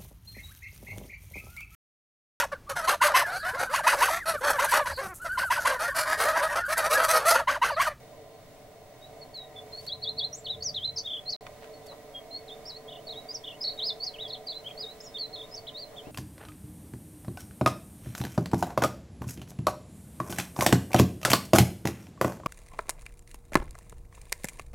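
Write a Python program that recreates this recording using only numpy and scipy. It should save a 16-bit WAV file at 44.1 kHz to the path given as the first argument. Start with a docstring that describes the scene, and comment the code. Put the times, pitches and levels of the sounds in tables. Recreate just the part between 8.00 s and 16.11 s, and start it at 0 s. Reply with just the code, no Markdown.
"""Far machinery hums in a few narrow bands over a soft outdoor wash; a low rumble swells and passes.
A small finch-like songbird on a twig then warbles two phrases of gliding near-sine notes, with an echo
off the ground and the leaves. Twigs tick and leaves rustle as short noise bursts, the microphone hisses,
electronics whine thinly. The sound drops out for a moment and returns slightly louder."""
import sys
import numpy as np
from scipy import signal
from scipy.fft import rfft, irfft
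from scipy.io import wavfile
from scipy.ndimage import uniform_filter1d

SR = 44100
rng = np.random.default_rng(int(sys.argv[2]) if len(sys.argv) > 2 else 0)


def generate_wav(signal):
    """Clip the signal to [-1, 1] and save it as 16-bit WAV at the path in sys.argv[1]."""
    frames = np.transpose(np.atleast_2d(signal))
    scaled = np.clip(frames, -1, 1) * 32767
    pcm = np.round(scaled).astype(np.int16)
    wavfile.write(sys.argv[1], SR, pcm)


def boost_factor(decibels):
    """Convert a level in decibels to a linear amplitude factor."""
    exponent = np.asarray(decibels, float) / 20
    return 10 ** exponent


N = 357651
T = np.arange(N) / SR  # seconds


def unit(x):
    """Scale to rms 1."""
    return x / np.sqrt(np.mean(x ** 2, axis=-1, keepdims=True))


def walk(rate):
    """Smooth random drift with about rate turns a second, rms 1."""
    k = int(SR / rate)
    steps = np.repeat(rng.standard_normal(N // k + 1), k)
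    return unit(uniform_filter1d(uniform_filter1d(steps, k), k)[:N])


def band(x, hz, width_hz):
    """Four-pole band-pass, its edges held inside a safe range."""
    edges = [max(hz - width_hz / 2, hz / 8), min(hz + width_hz / 2, SR / 2.2)]
    return signal.sosfilt(signal.butter(2, edges, "bandpass", fs=SR, output="sos"), x)


def pair(apart):
    """Noise for left and right; apart 0 = the same on both sides, 1 = unrelated."""
    mid, side = rng.standard_normal((2, N))
    return (mid + apart * side * np.array([[1], [-1]])) / np.sqrt(1 + apart ** 2)


# Broad outdoor wash. Each row: frequency in Hz, density in dB per Hz.
WASH = [(20, -79), (50, -86), (150, -84.5), (380, -87.5), (550, -86), (900, -94), (1700, -96.5)]
# Microphone hiss that carries on above the wash. Each row: frequency in Hz, density in dB per Hz.
MIC_HISS = [(3000, -99), (6000, -101.5), (10000, -104), (15800, -106)]


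def air():
    """Coloured noise for wash and hiss, nearer alike on both sides in the bass, unrelated in the treble."""
    hz, db = np.transpose(WASH + MIC_HISS)
    f = np.maximum(np.fft.rfftfreq(N, 1 / SR), 1)
    mid, side = rfft(rng.standard_normal((2, N)))
    apart = np.minimum(.33 + f / 7000, 1)
    colour = boost_factor(np.interp(np.log(f), np.log(hz), db)) * np.sqrt(SR / 2 / (1 + apart ** 2))
    sides = mid + apart * side * np.array([[1], [-1]])
    return irfft(colour * sides, N) * boost_factor(0.76 * walk(6))


# Resonant bands of the far machinery. Each row: centre in Hz, width in Hz, mean level in dB.
HUM_BANDS = [(131, 53, -65.5), (267.4, 54, -67.5), (310, 40, -69.5), (440.9, 26, -55.5), (591.2, 64.5, -56),
             (660, 58, -59), (738.6, 51, -59.5), (930, 30, -71.5), (1020.6, 32, -68), (1213, 82, -74.5),
             (1950, 117, -71), (2192, 90, -71.5), (3650, 130, -75), (4290, 80, -75.5)]
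# Bands that lean to the right. The row: from in Hz, to in Hz, right over left in dB.
RIGHT_LEAN = (550, 800, 2.2)


def hum():
    """Far machinery: noise ringing in fixed bands that swell together and waver alone."""
    swell_db = 1.1 * walk(8)
    from_hz, to_hz, lean_db = RIGHT_LEAN
    out = np.zeros((2, N))
    for hz, width_hz, db in HUM_BANDS:
        ringing = unit(band(pair(min(0.088 + hz / 5000, 1)), hz, width_hz))
        lean = boost_factor(lean_db * (from_hz < hz < to_hz) * np.array([[-.5], [.5]]))
        out += lean * boost_factor(db + swell_db + 1.4 * walk(9)) * ringing
    return out


# Rise and fall of the rumble. Each row: time in seconds, level in dB before a small random waver.
RUMBLE_LEVEL = [(0, -63), (1.4, -63.5), (2.1, -57), (2.6, -52.5), (2.95, -51), (3.15, -67), (5.6, -82.5),
                (7.5, -70.5), (8.11, -69)]


def rumble():
    """A distant engine: one low noise band that swells and fades, almost in the middle."""
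    level_db = np.interp(T, *np.transpose(RUMBLE_LEVEL)) + 1.4 * walk(6.98)
    return boost_factor(level_db) * unit(band(pair(0.12), 112.5, 67))


# Dry twig ticks. Each row: peak in seconds, level in dB.
TWIG_TICKS = [(1.228, -54), (1.351, -51), (1.375, -49), (2.332, -53), (2.634, -52), (2.68, -56), (2.7, -57),
              (4.335, -56), (4.657, -56), (6.47, -53), (7.195, -56)]
# Shape of every tick. The row: centre in Hz, nominal width in octaves, rise in s, decay t60 in s.
TWIG_SHAPE = (9000, 2.1, .001, .008)
# Rustles and knocks. Each row: peak in seconds, level in dB, centre in Hz, nominal width in octaves,
# rise in s, decay t60 in s.
LEAF_RUSTLES = [(1.855, -57, 7000, 1.8, .1, .04), (1.868, -45.5, 8000, 2.2, .006, .03),
                (3.468, -39, 1500, 1.8, .003, .025), (3.65, -52.5, 1500, 2.2, .04, .2),
                (3.866, -50, 6000, 3.1, .006, .04), (3.935, -50, 800, 1.2, .03, .1),
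                (7.95, -51, 650, .8, .05, .1), (8.072, -40, 280, 2.1, .003, .13)]


def ticks():
    """Twigs, rustles and knocks: crackly noise bursts with a ramped rise and an exponential fall."""
    out = np.zeros((2, N))
    crackle = pair(.7) * boost_factor(3.5 * walk(700))
    for peak, db, hz, octaves, rise, t60 in [tick + TWIG_SHAPE for tick in TWIG_TICKS] + LEAF_RUSTLES:
        a = int((peak - rise) * SR)
        t = T[a:a + SR // 3] - peak
        attack = np.sqrt(np.maximum(1 + t / rise, 0))
        decay = np.exp(-np.log(1000) * np.maximum(t, 0) / t60)
        width_hz = hz * (2 ** (octaves / 2) - 2 ** (-octaves / 2))
        noise = unit(band(crackle[:, a:a + len(t)], hz, width_hz))
        out[:, a:a + len(t)] += boost_factor(db) * np.where(t < 0, attack, decay) * noise
    return out


# Trills and brief catches laid on a note. Each row: first flick in seconds, last flick in seconds,
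# period in s, pitch swing in Hz (before the voice rounds it), build-up and die-away time constants in s,
# swell in dB.
PITCH_FLICKS = [(1.576, 1.604, .028, 200, .002, .002, -18), (3.072, 3.169, .0323, -620, .003, .02, -6),
                (4.898, 4.96, .0305, 950, .009, .003, 10), (5.451, 5.514, .031, 900, .01, .004, 12),
                (5.644, 5.725, .0268, -850, .005, .005, -3), (7.365, 7.42, .027, -500, .005, .005, -1.5)]


def trills():
    """Pitch swing (Hz) and swell (dB): each flick builds up, peaks and dies away exponentially."""
    swing, swell = np.zeros((2, N))
    for first, last, period, hz, lead, trail, db in PITCH_FLICKS:
        near = slice(int((first - .1) * SR), int((last + .1) * SR))
        t = T[near]
        count = round((last - first) / period) + 1
        for peak in first + period * np.arange(count):
            flick = np.exp(-np.where(t < peak, (peak - t) / lead, (t - peak) / trail))
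            swing[near] += hz * flick
            swell[near] += db * flick
    return swing, swell


# Plain straight whistles. Each row: start in seconds, length in s, from in Hz, to in Hz,
# level in dB ahead of the voice and the final mix.
WHISTLES = [(1.014, .062, 3750, 3930, -54), (1.21, .034, 4450, 4230, -49), (1.558, .054, 3500, 3420, -42),
            (1.72, .043, 4120, 4340, -43), (1.768, .036, 4330, 4520, -43), (2.602, .022, 4480, 4300, -47),
            (3.0, .009, 4600, 4450, -37), (3.729, .041, 4390, 4340, -58), (4.14, .055, 3270, 3230, -45),
            (4.305, .088, 4090, 4440, -43.5), (5.285, .04, 4640, 5080, -41.5),
            (6.15, .022, 2900, 2300, -55), (7.002, .012, 4900, 5600, -46), (8.035, .06, 2400, 2950, -61)]
# Effort along a whistle. Each row: share of its length, level in dB.
WHISTLE_SWELL = [(0, -14), (.25, -3), (.5, 0), (1, -10)]
# The bird's stock of gestures by name. 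Each row: seconds from start, pitch in Hz, effort in dB,
# all as sung without variation.
GESTURES = { "slide": [(0, 4350, -18), (.008, 4480, -10), (.035, 4060, 0), (.07, 3830, -6),
            (.125, 3800, -23)], "hook": [(0, 3920, -23), (.017, 4350, -10), (.024, 4560, 0),
            (.034, 3480, -10), (.043, 3300, -11), (.056, 3480, -6), (.08, 4150, 0), (.096, 4220, -18)],
            "flick": [(0, 4260, -24), (.012, 4300, -10), (.03, 4480, -7), (.039, 4700, 0), (.044, 5300, -7),
            (.048, 6150, -13), (.054, 6600, -18)], "snap": [(0, 4380, -14), (.006, 4560, 0),
            (.015, 6760, -24)], "dive": [(0, 6750, -25), (.009, 6350, -15), (.028, 5740, 0),
            (.062, 4580, -8), (.068, 4600, -16)], "swoop": [(0, 6500, -21), (.007, 5500, -7),
            (.013, 4850, -2), (.023, 4620, 0), (.037, 4400, -16)], "scoop": [(0, 4600, -7),
            (.022, 5400, -5), (.038, 5420, -2), (.056, 4270, 0), (.074, 3920, -5), (.112, 4130, -7),
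            (.13, 4380, -5), (.145, 4380, -14)], "zigzag": [(0, 4350, -22), (.012, 4520, 0),
            (.033, 3750, -1), (.05, 4310, 0), (.081, 3170, -9), (.104, 3800, -7), (.137, 3870, -5),
            (.148, 3900, -8)], "burr": [(0, 3140, 0), (.027, 2820, -4), (.062, 2750, -2), (.097, 2800, -4),
            (.125, 3200, -6)], "arch": [(0, 2710, -11), (.024, 3750, -4), (.037, 3960, 0), (.056, 3560, -3),
            (.092, 3230, -8)], "blip": [(0, 2890, -9), (.009, 4150, -1), (.024, 3300, 0), (.035, 2950, -8)],
            "squeak": [(0, 6400, -22), (.006, 5660, 0), (.015, 5810, -6), (.032, 6850, -8),
            (.036, 8870, -28), (.06, 7500, -11), (.085, 7050, -24)], "dip": [(0, 4350, -17),
            (.011, 4440, -5), (.031, 2930, -2), (.044, 3620, -2), (.061, 3980, 0), (.108, 3370, -10)],
            "ladle": [(0, 3300, -14), (.01, 4290, -8), (.027, 3630, -2), (.047, 3100, -6),
            (.064, 3060, -19), (.092, 3400, -8), (.111, 4080, 0), (.135, 4090, 0), (.156, 4010, -10)],
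            "rattle": [(0, 3450, -20), (.024, 3780, 0), (.1, 3800, -2), (.155, 3620, -8),
            (.172, 3500, -20)], "check": [(0, 4250, -1), (.022, 3150, -3), (.038, 3620, -3),
            (.066, 3620, -10)], "tumble": [(0, 5220, -21), (.014, 4920, -4), (.029, 5530, -2),
            (.038, 4750, 0), (.054, 4550, 0), (.086, 4550, 0), (.136, 4500, -15)], "tent": [(0, 3700, -22),
            (.016, 3930, -7), (.03, 3070, -6), (.082, 4900, -2), (.099, 5210, -3), (.131, 3590, 0),
            (.142, 3450, -10)], "jig": [(0, 4100, -22), (.011, 5400, -20), (.021, 4250, -15),
            (.03, 3970, 0), (.037, 3340, -13), (.047, 4340, -12), (.059, 4310, -5), (.082, 3000, -18),
            (.104, 4020, -21)], "stutter": [(0, 2990, -6), (.026, 3200, -2), (.033, 3480, 0),
            (.042, 2940, -14), (.047, 2400, -22), (.059, 2400, -21), (.066, 3290, -2), (.079, 3060, -20)],
            "vault": [(0, 5700, 0), (.005, 6700, -3), (.021, 7500, -15), (.028, 7150, 0), (.056, 6450, -5)],
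            "drop": [(0, 5500, -6), (.007, 5400, 0), (.018, 4500, -2), (.025, 3900, -8)],
            "kink": [(0, 5400, -5), (.019, 5850, -3), (.032, 5120, 0), (.049, 5150, -9)],
            "step": [(0, 3650, -18), (.013, 3650, -4), (.028, 3620, 0), (.036, 3190, -1), (.044, 4200, -11),
            (.055, 4610, 0), (.107, 4010, 0), (.123, 4100, -16)], "ripple": [(0, 4050, -18),
            (.011, 4350, -8), (.022, 4230, 0), (.035, 3800, -11), (.113, 3695, -9), (.131, 3700, -24)],
            "hill": [(0, 3620, -24), (.025, 3700, 0), (.067, 4780, -3), (.106, 4130, -2), (.116, 4130, -5)],
            }
# Syllables in order. Each row: gesture name, start in seconds, level in dB ahead of the voice and the mix;
# a varied repeat adds stretch of length (factor), shift in semitones, stretch of pitch swing (factor).
SUNG = [("slide", 1.335, -40.5), ("hook", 1.861, -34, .9, 0, 1.05), ("hook", 2.014, -31),
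        ("hook", 2.168, -29), ("squeak", 2.325, -38), ("dip", 2.444, -35), ("snap", 2.621, -33),
        ("dive", 2.636, -29), ("ladle", 2.741, -31.5), ("drop", 2.961, -33),
        ("drop", 2.982, -35, .8, 2.4, 1.05), ("rattle", 3.039, -33),
        ("flick", 3.254, -30.5, 1.14, -.7, 1.12), ("swoop", 3.317, -32.5, .9, .4, 1.42),
        ("slide", 3.871, -52, .65, .4, .95), ("check", 4.479, -48.5), ("scoop", 4.653, -45, .9, .1, 1.12),
        ("burr", 4.878, -55), ("zigzag", 5.061, -44.5), ("snap", 5.317, -47, .9, 2.2, .72),
        ("dive", 5.331, -41, .65, 0, .97), ("burr", 5.438, -51.5, .95, -1, .8), ("tumble", 5.604, -35.5),
        ("tent", 5.775, -33.5), ("flick", 5.998, -32.5, 1.05, .3, .9), ("swoop", 6.057, -36, 1.2, 0, 1.25),
        ("blip", 6.137, -48, .55, -.2, .4), ("arch", 6.184, -39), ("jig", 6.276, -35.5),
        ("zigzag", 6.463, -40.5, .83, 1, 1.03), ("stutter", 6.645, -42),
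        ("scoop", 6.775, -42, 1.03, -1.4, .97), ("vault", 7.009, -53), ("kink", 7.042, -52),
        ("step", 7.138, -39), ("ripple", 7.327, -37), ("flick", 7.508, -43, 1.03, 2.9, .6),
        ("swoop", 7.559, -44, .9, -1.2, .85), ("blip", 7.668, -43.5), ("hill", 7.733, -43),
        ("blip", 7.959, -49.5, 1.45, .5, .6)]


def notes():
    """Each note as times, pitches and levels: straight whistles, then syllables stretched and shifted."""
    share, swell_db = np.transpose(WHISTLE_SWELL)
    for start, length, from_hz, to_hz, db in WHISTLES:
        yield start + length * share, from_hz + (to_hz - from_hz) * share, db + swell_db
    for name, start, db, *varied in SUNG:
        stretch, semitones, swing = varied or (1, 0, 1)
        at, hz, effort_db = np.transpose(GESTURES[name])
        pitch = 2 ** (semitones / 12) * hz[0] * (hz / hz[0]) ** swing
        yield start + stretch * at, pitch, db + effort_db


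# Overtones of the voice. Each row: multiple of the pitch, level in dB before the throat shapes it.
VOICE_OVERTONES = [(2, -26), (3, -37)]
# How overtones leave the beak. Each row: overtone frequency in Hz, gain in dB.
BEAK_GAIN = [(5700, -3), (6800, -22), (10300, -13), (12000, -17), (14000, 0)]
# Raspiness. The row: pitch in Hz above which the voice wobbles, rms wobble in Hz per Hz of excess.
VOICE_RASP = (5400, .07)


def bird():
    """Near-sine notes glide with rounded turns, flutter, rasp when high and carry faint overtones."""
    out = np.zeros(N)
    flutter = boost_factor(2.7 * walk(240))
    swing, swell = trills()
    rasp = walk(600)
    rasp_from_hz, rasp_depth = VOICE_RASP
    beak_hz, beak_db = np.transpose(BEAK_GAIN)
    pad = SR // 100
    for at, hz, db in notes():
        a, b = int(at[0] * SR) - pad, min(int(at[-1] * SR) + pad, N)
        t = T[a:b]
        pitch = uniform_filter1d(np.interp(t, at, hz) + swing[a:b], int(.003 * SR))
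        pitch = pitch + rasp_depth * np.maximum(pitch - rasp_from_hz, 0) * rasp[a:b]
        # the airflow opens and shuts within a few milliseconds
        opening, closing = (t - at[0]) / .007 + .6, (at[-1] - t) / .007 + .6
        airflow = np.clip(np.minimum(opening, closing), 0, 1) ** 2
        phase = 2 * np.pi * np.cumsum(pitch) / SR
        tone = np.sin(phase)
        for k, overtone_db in VOICE_OVERTONES:
            gain = boost_factor(overtone_db + np.interp(k * pitch, beak_hz, beak_db) + 4 * rasp[a:b])
            tone = tone + gain * np.sin(k * phase) * (k * pitch < SR / 2.5)
        out[a:b] += np.sqrt(2) * boost_factor(np.interp(t, at, db) + swell[a:b]) * airflow * tone
    return out * flutter


# Bounce off the ground. The row: delay in seconds, level in dB against the song as sung.
GROUND_BOUNCE = (0.0081, -13)


def leaves(song, near_db=-6.5, near_t60=.1, far_db=-16, far_t60=.3, apart=.6):
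    """One bounce off the ground, and close leaves and farther trees scattering two decaying tails."""
    t = T[:SR // 2]
    scatter = pair(apart)[:, :len(t)] * (1 - np.exp(-t / 0.001))
    tail = 0
    for db, t60 in ((near_db, near_t60), (far_db, far_t60)):
        fade = np.exp(-np.log(1000) * t / t60)
        tail = tail + boost_factor(db) * fade / np.sqrt(np.sum(fade ** 2))
    delay, bounce_db = GROUND_BOUNCE
    bounce = boost_factor(bounce_db) * (np.arange(len(t)) == int(delay * SR))
    return signal.fftconvolve(song[None], scatter * tail + bounce, axes=1)[:, :N]


def scene():
    """The song, lifted 2 dB, with its echo over the outdoor background."""
    song = bird()
    return air() + hum() + rumble() + ticks() + leaves(song) + boost_factor(2.0) * song


def whine():
    """A thin, slightly wavering sine from the electronics, near the top of hearing."""
    hz, db = 15622, -77  # rms level, ahead of the lift after the dropout
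    return np.sqrt(2) * boost_factor(db + 1.3 * walk(3.9)) * np.sin(2 * np.pi * hz * T)


# Moment of silence. The row: start in seconds, end in seconds.
SILENCE = (3.3635, 3.4088)
# Lift once the sound returns. The row: left in dB, right in dB.
LATER_LIFT = (1.1, 2.0)


def dropout():
    """Gain over time: full level, a hard-edged silence, then slightly louder on each side."""
    start, end = SILENCE
    return np.where(T > end, boost_factor(np.array(LATER_LIFT))[:, None], T < start)


def band_limit(x):
    """A steep low-pass at the top of the band."""
    return signal.sosfilt(signal.butter(12, 16550, fs=SR, output="sos"), x)


def record(dry):
    """Adds the electronic whine, drops out for a moment and cuts the top steeply."""
    top_cut = signal.ellip(10, .2, 70, 15830, fs=SR, output="sos")  # ripple dB, stopband dB, edge Hz
    mix = signal.sosfilt(top_cut, (dry + whine()) * dropout())
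    return band_limit(mix)


dry = scene()
out = record(dry)
generate_wav(out)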